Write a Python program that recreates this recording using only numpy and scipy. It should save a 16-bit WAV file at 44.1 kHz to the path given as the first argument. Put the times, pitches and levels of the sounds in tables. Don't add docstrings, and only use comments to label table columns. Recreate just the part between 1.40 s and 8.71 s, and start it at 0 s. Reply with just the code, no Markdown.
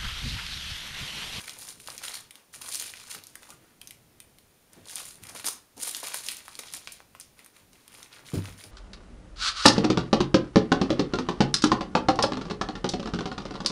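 import sys
import numpy as np
from scipy import signal
from scipy.fft import rfft, irfft, next_fast_len
from scipy.io import wavfile
from scipy.ndimage import uniform_filter1d

SR = 44100
rng = np.random.default_rng(int(sys.argv[2]) if len(sys.argv) > 2 else 0)


def dump(signal):
    limited = np.clip(np.atleast_2d(signal).T, -1, 1)
    pcm = np.round(limited * 32767).astype(np.int16)
    wavfile.write(sys.argv[1], SR, pcm)


N = 322371

# [f/Hz, density/dB per Hz]
FILM_COLOUR = [(60, -43.5), (250, -0.5), (600, -7.5), (2000, -4), (4000, 1), (10000, -1), (13000, -9),
               (16000, -10.5)]


def amp(db):
    return 10 ** (np.asarray(db) / 20)


def evened(x):
    return x / np.sqrt(np.mean(x ** 2) + 1e-20)


def unit(x):
    return x / np.linalg.norm(x)


def read(points, hz):
    f, value = np.transpose(points)
    return np.interp(np.log(hz + 1), np.log(f + 1), value)


def coloured(x, points, size=4096):
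    hz = abs(np.fft.fftfreq(size, 1 / SR))
    log_gain = np.log(amp(read(points, hz)))
    min_phase = np.exp(np.conj(signal.hilbert(log_gain)))
    taps = np.fft.ifft(min_phase).real[:size // 2]
    return signal.oaconvolve(x, taps)[:len(x)]


def add(mix, start_s, sound):
    part = mix[max(round(start_s * SR), 0):][:len(sound)]
    part += sound[:len(part)]


def hush(level_db=-63.5, waver=0.31):
    # [f/Hz, density/dB per Hz]
    hush_colour = [(25, -10.5), (110, -4), (220, -8), (400, -11.5), (1200, -20.5), (2200, -22),
                   (6000, -24.5), (15500, -24.5)]
    noise = coloured(rng.standard_normal(N), hush_colour)
    rumble = signal.lfilter(*signal.butter(1, 500, fs=SR), noise)
    drift = uniform_filter1d(rng.standard_normal(N), SR // 8)
    drift = evened(uniform_filter1d(drift, SR // 20))
    return amp(level_db) * evened(noise + waver * drift * rumble)


def handling(rest_db=-76):
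    # [start/s, rise/s, hold/s, effort/dB, body near 1 kHz/dB, edge near 10 kHz/dB]
    rustles = [(0.0, 0.0018, 0.22, -41.5, 5.5, -4), (0.158, 0.036, 0.12, -41.5, 3, -0.5),
               (0.37, 0.069, 0.07, -50.5, 1, 3), (0.46, 0.024, 0.17, -45.5, 6, -1),
               (0.621, 0.018, .07, -34.5, 6.5, -4), (0.73, 0.0082, .02, -34, 1, -4.5),
               (0.933, 0.021, 0.018, -56, 7, -1), (1.125, 0.011, 0.0089, -41, 1.5, -0.5),
               (1.206, .015, 0.1, -39.5, 7.5, 2), (1.289, 0.047, 0.019, -32.5, -2, 0),
               (1.385, 0.017, 0.091, -37.5, 2.5, -1.5), (1.548, .015, 0.2, -43.5, 1, -6.5),
               (1.684, 0.021, 0.018, -34.5, 4.5, -3), (1.83, 0.023, 0.14, -59.5, 1.5, 1),
               (1.995, 0.022, 0.11, -53.5, 4.5, -0.5), (2.2, .03, 0.086, -64, 5, -4),
               (2.404, 0.0089, 0.06, -64, 2, 5), (3.318, 0.0045, 0.1, -59, 4, -5),
               (3.435, 0.063, 0.038, -41, 3, -4), (3.537, 0.034, 0.057, -35.5, 3, -2.5),
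               (3.647, 0.0092, 0.016, -42, -11, 2), (3.7, .01, 0.052, -52.5, 3.5, 1.5),
               (3.814, 0.018, 0.13, -51, 10.5, 3.5), (3.94, 0.021, 0.038, -38.5, 5.5, -3),
               (4.04, 0.017, 0.02, -36.5, 9, 8), (4.365, .005, .03, -48, 5, 4.5),
               (4.384, 0.044, 0.067, -34, 3, 1.5), (4.529, 0.021, .04, -38.5, 4, 2),
               (4.618, 0.016, 0.11, -35.5, 9.5, -4), (4.722, 0.016, 0.043, -34, 0, -1),
               (4.821, 0.027, 0.063, -37, 5.5, 0.5), (4.95, .02, 0.027, -43, 4.5, -3),
               (5.038, .01, 0.2, -50, -3, -2.5), (5.176, 0.021, 0.14, -42.5, 4, -8),
               (5.306, 0.026, 0.046, -43.5, 4, -1), (5.407, 0.026, 0.15, -47, -4, -10),
               (5.96, 0.027, 0.044, -58, 6.5, -6), (6.118, 0.044, 0.032, -58.5, 5, -2),
               (6.304, 0.054, 0.13, -60.5, 2.5, -3), (6.485, 0.083, 0.059, -46, 6, -3.5),
               (6.699, 0.034, 0.051, -48, 7, -9), (6.843, 0.019, 0.066, -46, 6.5, -7.5),
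               (6.931, .01, 0.04, -40.5, 10.5, -7), (7.031, 0.011, 0.057, -45, 9.5, -4.5),
               (7.154, 0.045, 0.058, -48.5, 7, -1.5)]
    ease_db_per_s, settle_db_per_s = 23.5, 262.5
    firm_db, dulling = -42.5, 0.4
    t = np.arange(SR) / SR
    power = np.full((3, N), amp(rest_db) ** 2)
    for start_s, rise_s, hold_s, db, body_db, edge_db in rustles:
        ease_db = ease_db_per_s * np.maximum(t - rise_s, 0)
        settle_db = settle_db_per_s * np.maximum(t - rise_s - hold_s, 0)
        grip = np.minimum(t / rise_s, 1) * amp(db - ease_db - settle_db)
        for band, lift_db in zip(power, [0, body_db, edge_db]):
            add(band, start_s, (grip * amp(lift_db)) ** 2)
    work_db, body_db, edge_db = 10 * np.log10(power)
    return work_db, body_db - work_db + dulling * (firm_db - work_db), edge_db - work_db


def facet(hz, crack_db, sharpness, flutter_db, flutter_s, flip_s=0.00013, crack_hz=10240):
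    t = np.arange(600) / SR
    flip, flutter = rng.standard_normal((2, len(t)))
    flip = unit(flip * np.exp(-t / flip_s))
    flutter = unit(flutter * np.exp(-t / flutter_s))
    kick = flip + amp(flutter_db) * flutter
    kick = signal.lfilter(*signal.butter(1, hz / 2, "high", fs=SR), kick)
    ring = signal.lfilter(*signal.iirpeak(hz, max(sharpness, 1), fs=SR), kick)
    crack = signal.lfilter(*signal.iirpeak(crack_hz, 2, fs=SR), kick)
    return unit(unit(ring) + amp(crack_db) * unit(crack))


def swarm(work_db, per_s=2300, busy_db=-40, crowding=.55, spread_db=5, clump_db=2.5, clump_hz=60, count=96):
    sharpness, flutter_db, flutter_s = 1.8, -3, .0018
    rate_per_s = per_s * amp(crowding * (work_db - busy_db))
    flips = rng.random(N) < rate_per_s / SR
    sizes = amp(spread_db * np.minimum(rng.exponential(1, N), 3.2))
    sizes *= flips / np.sqrt(rate_per_s)
    clumps = evened(signal.lfilter(*signal.butter(2, clump_hz, fs=SR), rng.standard_normal(N)))
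    sizes *= amp(clump_db * clumps)
    which, out = rng.integers(0, count, N), np.zeros(N)
    pitches_hz = np.linspace(np.sqrt(500), np.sqrt(15000), count) ** 2
    for k, (hz, width_hz) in enumerate(zip(pitches_hz, np.gradient(pitches_hz))):
        flip = facet(hz, -3.6, sharpness, flutter_db, flutter_s)
        out += np.sqrt(width_hz) * signal.oaconvolve(sizes * (which == k), flip)[:N]
    return evened(out)


def crinkle(level_db=-5.5, buckle_db=-60):
    band_hz = [1100, 3800, 9500]
    work_db, body_db, edge_db = handling()
    buckling = 1 / (1 + amp(buckle_db - work_db) ** 2)
    slide = rng.standard_normal(N)
    source = np.sqrt(buckling) * swarm(work_db) + np.sqrt(1 - buckling) * slide
    size = next_fast_len(N)
    hz = np.fft.rfftfreq(size, 1 / SR)
    spectrum = rfft(evened(coloured(source, FILM_COLOUR)), size)
    out = np.zeros(N)
    for share, lift_db in zip(np.eye(3), [body_db, 0, edge_db]):
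        weight = read(list(zip(band_hz, share)), hz)
        band = irfft(spectrum * weight, size)[:N]
        out += band * amp(work_db + lift_db + level_db)
    return out


def room(x, first_s=0.0022, reflections_per_s=5000):
    # [f/Hz, t60/s]
    room_decay = [(200, 0.39), (4000, 0.32), (9000, 0.25), (15000, 0.22)]
    size = SR // 2
    taps = rng.standard_normal(size) * (rng.random(size) < reflections_per_s / SR)
    hz, t, z = signal.stft(taps, SR, nperseg=256)
    decay_db = -60 * t / read(room_decay, hz)[:, None]
    tail = signal.istft(z * amp(decay_db), SR, nperseg=256)[1][:size]
    tail *= np.minimum(np.arange(size) / SR / first_s, 1) ** 2
    return signal.fftconvolve(x, unit(tail))[:N]


def snaps(wet_db=-7, scatter_db=-11):
    # [t/s, level over 2 ms before filtering/dB, facet pitch f/Hz, crack re ring/dB]
    creases = [(0.0807, -36.5, 2020, -12), (0.095, -34.5, 3420, -35), (0.2877, -38, 5820, -22),
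               (0.401, -45, 3380, -6), (0.4745, -37, 2920, -12), (0.4856, -37.5, 720, -16),
               (0.5027, -37, 4330, -22), (0.5798, -35, 6760, -20), (0.9086, -41, 3300, 1),
               (0.9556, -44, 3770, -2), (1.3552, -27, 7390, -24), (1.3981, -29.5, 5500, -24),
               (1.4239, -31.5, 2620, 4), (1.5378, -38.5, 1900, -14), (1.748, -36, 1560, 1.5),
               (1.838, -41.5, 4420, 2), (1.8697, -41, 8050, 10), (1.955, -36.5, 2020, 3.5),
               (2.0312, -45.5, 1990, -9), (2.1043, -41.5, 5000, -18), (2.415, -39, 2600, -2.5),
               (2.4736, -39.5, 6760, -21), (2.5086, -38, 2910, 2.5), (2.8026, -41, 3160, 2.5),
               (2.9857, -49.5, 2380, -1.5), (3.333, -47, 1400, 12), (3.5571, -29, 7500, 0),
               (3.8367, -39.5, 3200, 5), (3.8702, -43.5, 4320, 0), (3.8954, -40.5, 4530, -7),
               (4.4828, -35, 6500, -3), (4.512, -31.5, 8000, 4), (4.5483, -29.5, 4020, -26),
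               (4.5672, -30, 8000, -22), (4.6394, -35, 2200, -5), (4.6841, -33.5, 5820, 2),
               (4.7438, -25.5, 1070, 3), (4.8865, -26, 3400, -9), (4.9176, -33, 5350, 11),
               (4.9686, -36.5, 5300, 4), (5.0812, -38, 1140, -6), (5.1537, -39.5, 4730, -27),
               (5.3375, -31, 8000, -26), (5.3415, -40.5, 1490, -39), (5.348, -35.5, 6600, -24),
               (5.3698, -39, 3440, 1), (5.4738, -34, 1370, -38), (5.6038, -46.5, 786, -28),
               (5.7503, -44, 930, -14), (5.7996, -38, 1920, 12.5), (5.811, -41.5, 6500, -51),
               (5.992, -46.5, 2190, -2), (6.0458, -48.5, 9000, 2), (6.062, -45, 1940, 6),
               (6.332, -52.5, 3500, -2), (6.4792, -45, 2620, 2.5), (6.6295, -41.5, 4500, -24),
               (7.0563, -39, 1730, -24), (7.239, -43, 3470, -37)]
    out, scatter = np.zeros((2, N))
    span = np.sqrt(.002 * SR)
    sharpness, flutter_db, flutter_s = 1.2, -2, .0024
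    click = unit(coloured(signal.unit_impulse(256), FILM_COLOUR))
    for start_s, db, hz, crack_db in creases:
        size = span * amp(db)
        add(out, start_s, size * facet(hz, crack_db, sharpness, flutter_db, flutter_s))
        add(scatter, start_s, size * click)
    out = coloured(out, [(9000, 0.5), (15500, -5.5)])
    return out + room(amp(wet_db) * out + amp(scatter_db) * scatter)


def bumps(push_db=-1, ring_db=5, lag=1.3):
    # [t/s, level before push_db and ring_db/dB, length/s, ring re level/dB, colour f factor]
    contacts = [(1.744, -56, 0.0252, -7, 1.34), (2.08, -63, 0.1, -8, 1.2), (3.363, -55, 0.03, -2.5, 1.5),
                (3.801, -60.5, .012, 8.5, 1.8), (3.853, -61.5, 0.071, 1.5, .7),
                (4.062, -58, 0.0095, -7.5, 1.8), (4.368, -51.5, 0.019, -23, 2.15),
                (6.934, -28.5, 0.024, 1.5, 0.9), (7.075, -48.5, 0.042, -2, 0.56),
                (7.236, -53.5, 0.019, 2, 1.7)]
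    # [f/Hz, density/dB per Hz]
    thud_colour = [(50, -24), (110, 1), (280, -3), (480, -7.5), (620, -20), (1200, -32), (4000, -39.5)]
    # [f/Hz, relative level/dB, t60/s]
    surface_modes = [(98.2, -0.5, 0.26), (169, -10.5, 0.27), (226, -15, 0.2), (273, -13.5, 0.2),
                     (305, -21, 0.29)]
    out, t = np.zeros(N), np.arange(SR // 2) / SR
    ring = sum(amp(db - 60 * t / t60_s) * np.sin(2 * np.pi * hz * t) for hz, db, t60_s in surface_modes)
    ring *= 1 - np.exp(-t / 0.0052)
    for start_s, db, length_s, surface_db, hardness in contacts:
        force = np.sqrt(2 * t / length_s) * np.exp(.5 - t / length_s)
        colour = np.array(thud_colour) * [hardness, 1]
        push = coloured(rng.standard_normal(len(t)), colour) * force
        add(out, start_s, amp(db + push_db) * unit(push) * np.linalg.norm(force))
        add(out, start_s + lag * length_s, amp(db + surface_db + ring_db) * ring)
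    return out


def squeak(width_hz=170):
    # [t/s, level/dB, f/Hz]
    path = [(2.085, -67, 965), (2.096, -55, 976), (2.109, -58, 1268), (2.144, -67, 1286)]
    path_s, *columns = np.transpose(path)
    t = np.arange(path_s[0], path_s[-1], 1 / SR)
    db, hz = (np.interp(t, path_s, column) for column in columns)
    noise = [1, 1j] @ rng.standard_normal((2, SR))
    wander = signal.lfilter(*signal.butter(2, width_hz, fs=SR), noise)[-len(t):]
    carrier = np.exp(2j * np.pi * np.cumsum(hz) / SR)
    out = np.zeros(N)
    add(out, path_s[0], amp(db) * evened((wander * carrier).real))
    return out


def slaps(rise_s=0.00031):
    # [t/s, level before envelope/dB, decay/s, treble gain from 9 kHz/dB]
    splashes = [(4.0435, -31, .004, -7), (4.055, -36, 0.0036, -3), (4.065, -23, 0.004, 8),
                (4.0739, -24.5, 0.0028, 1.5), (4.0842, -24.5, 0.0047, 7), (5.19, -29.5, 0.0042, 0),
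                (5.5202, -39.5, 0.0077, 19)]
    out, t = np.zeros(N), np.arange(2400) / SR
    for start_s, db, decay_s, treble_db in splashes:
        chatter = coloured(rng.standard_normal(len(t)), FILM_COLOUR)
        chatter = coloured(chatter, [(300, 4), (900, 6), (2200, -1), (9000, treble_db)])
        envelope = (1 - np.exp(-t / rise_s)) * np.exp(-t / decay_s)
        add(out, start_s, amp(db) * evened(chatter) * envelope)
    return out


def scene(bags_wet_db=-6, bumps_wet_db=-17):
    bags = crinkle() + slaps() + squeak()
    thuds = bumps()
    echo = room(amp(bags_wet_db) * bags + amp(bumps_wet_db) * thuds)
    return (snaps() + bags + thuds + echo + hush())[None]


def record(dry, edge_hz=15650):
    # [f/Hz, gain/dB]
    port_gain = [(7000, 2.5), (8200, -1.5), (8600, 2), (9100, 7), (9800, 3), (11000, 1.5)]
    heard = coloured(dry[0], port_gain)
    low_pass = signal.firwin(511, edge_hz, window=("kaiser", 8), fs=SR)
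    return signal.oaconvolve(heard, low_pass, "same")[None]


dry = scene()
out = record(dry)
dump(out)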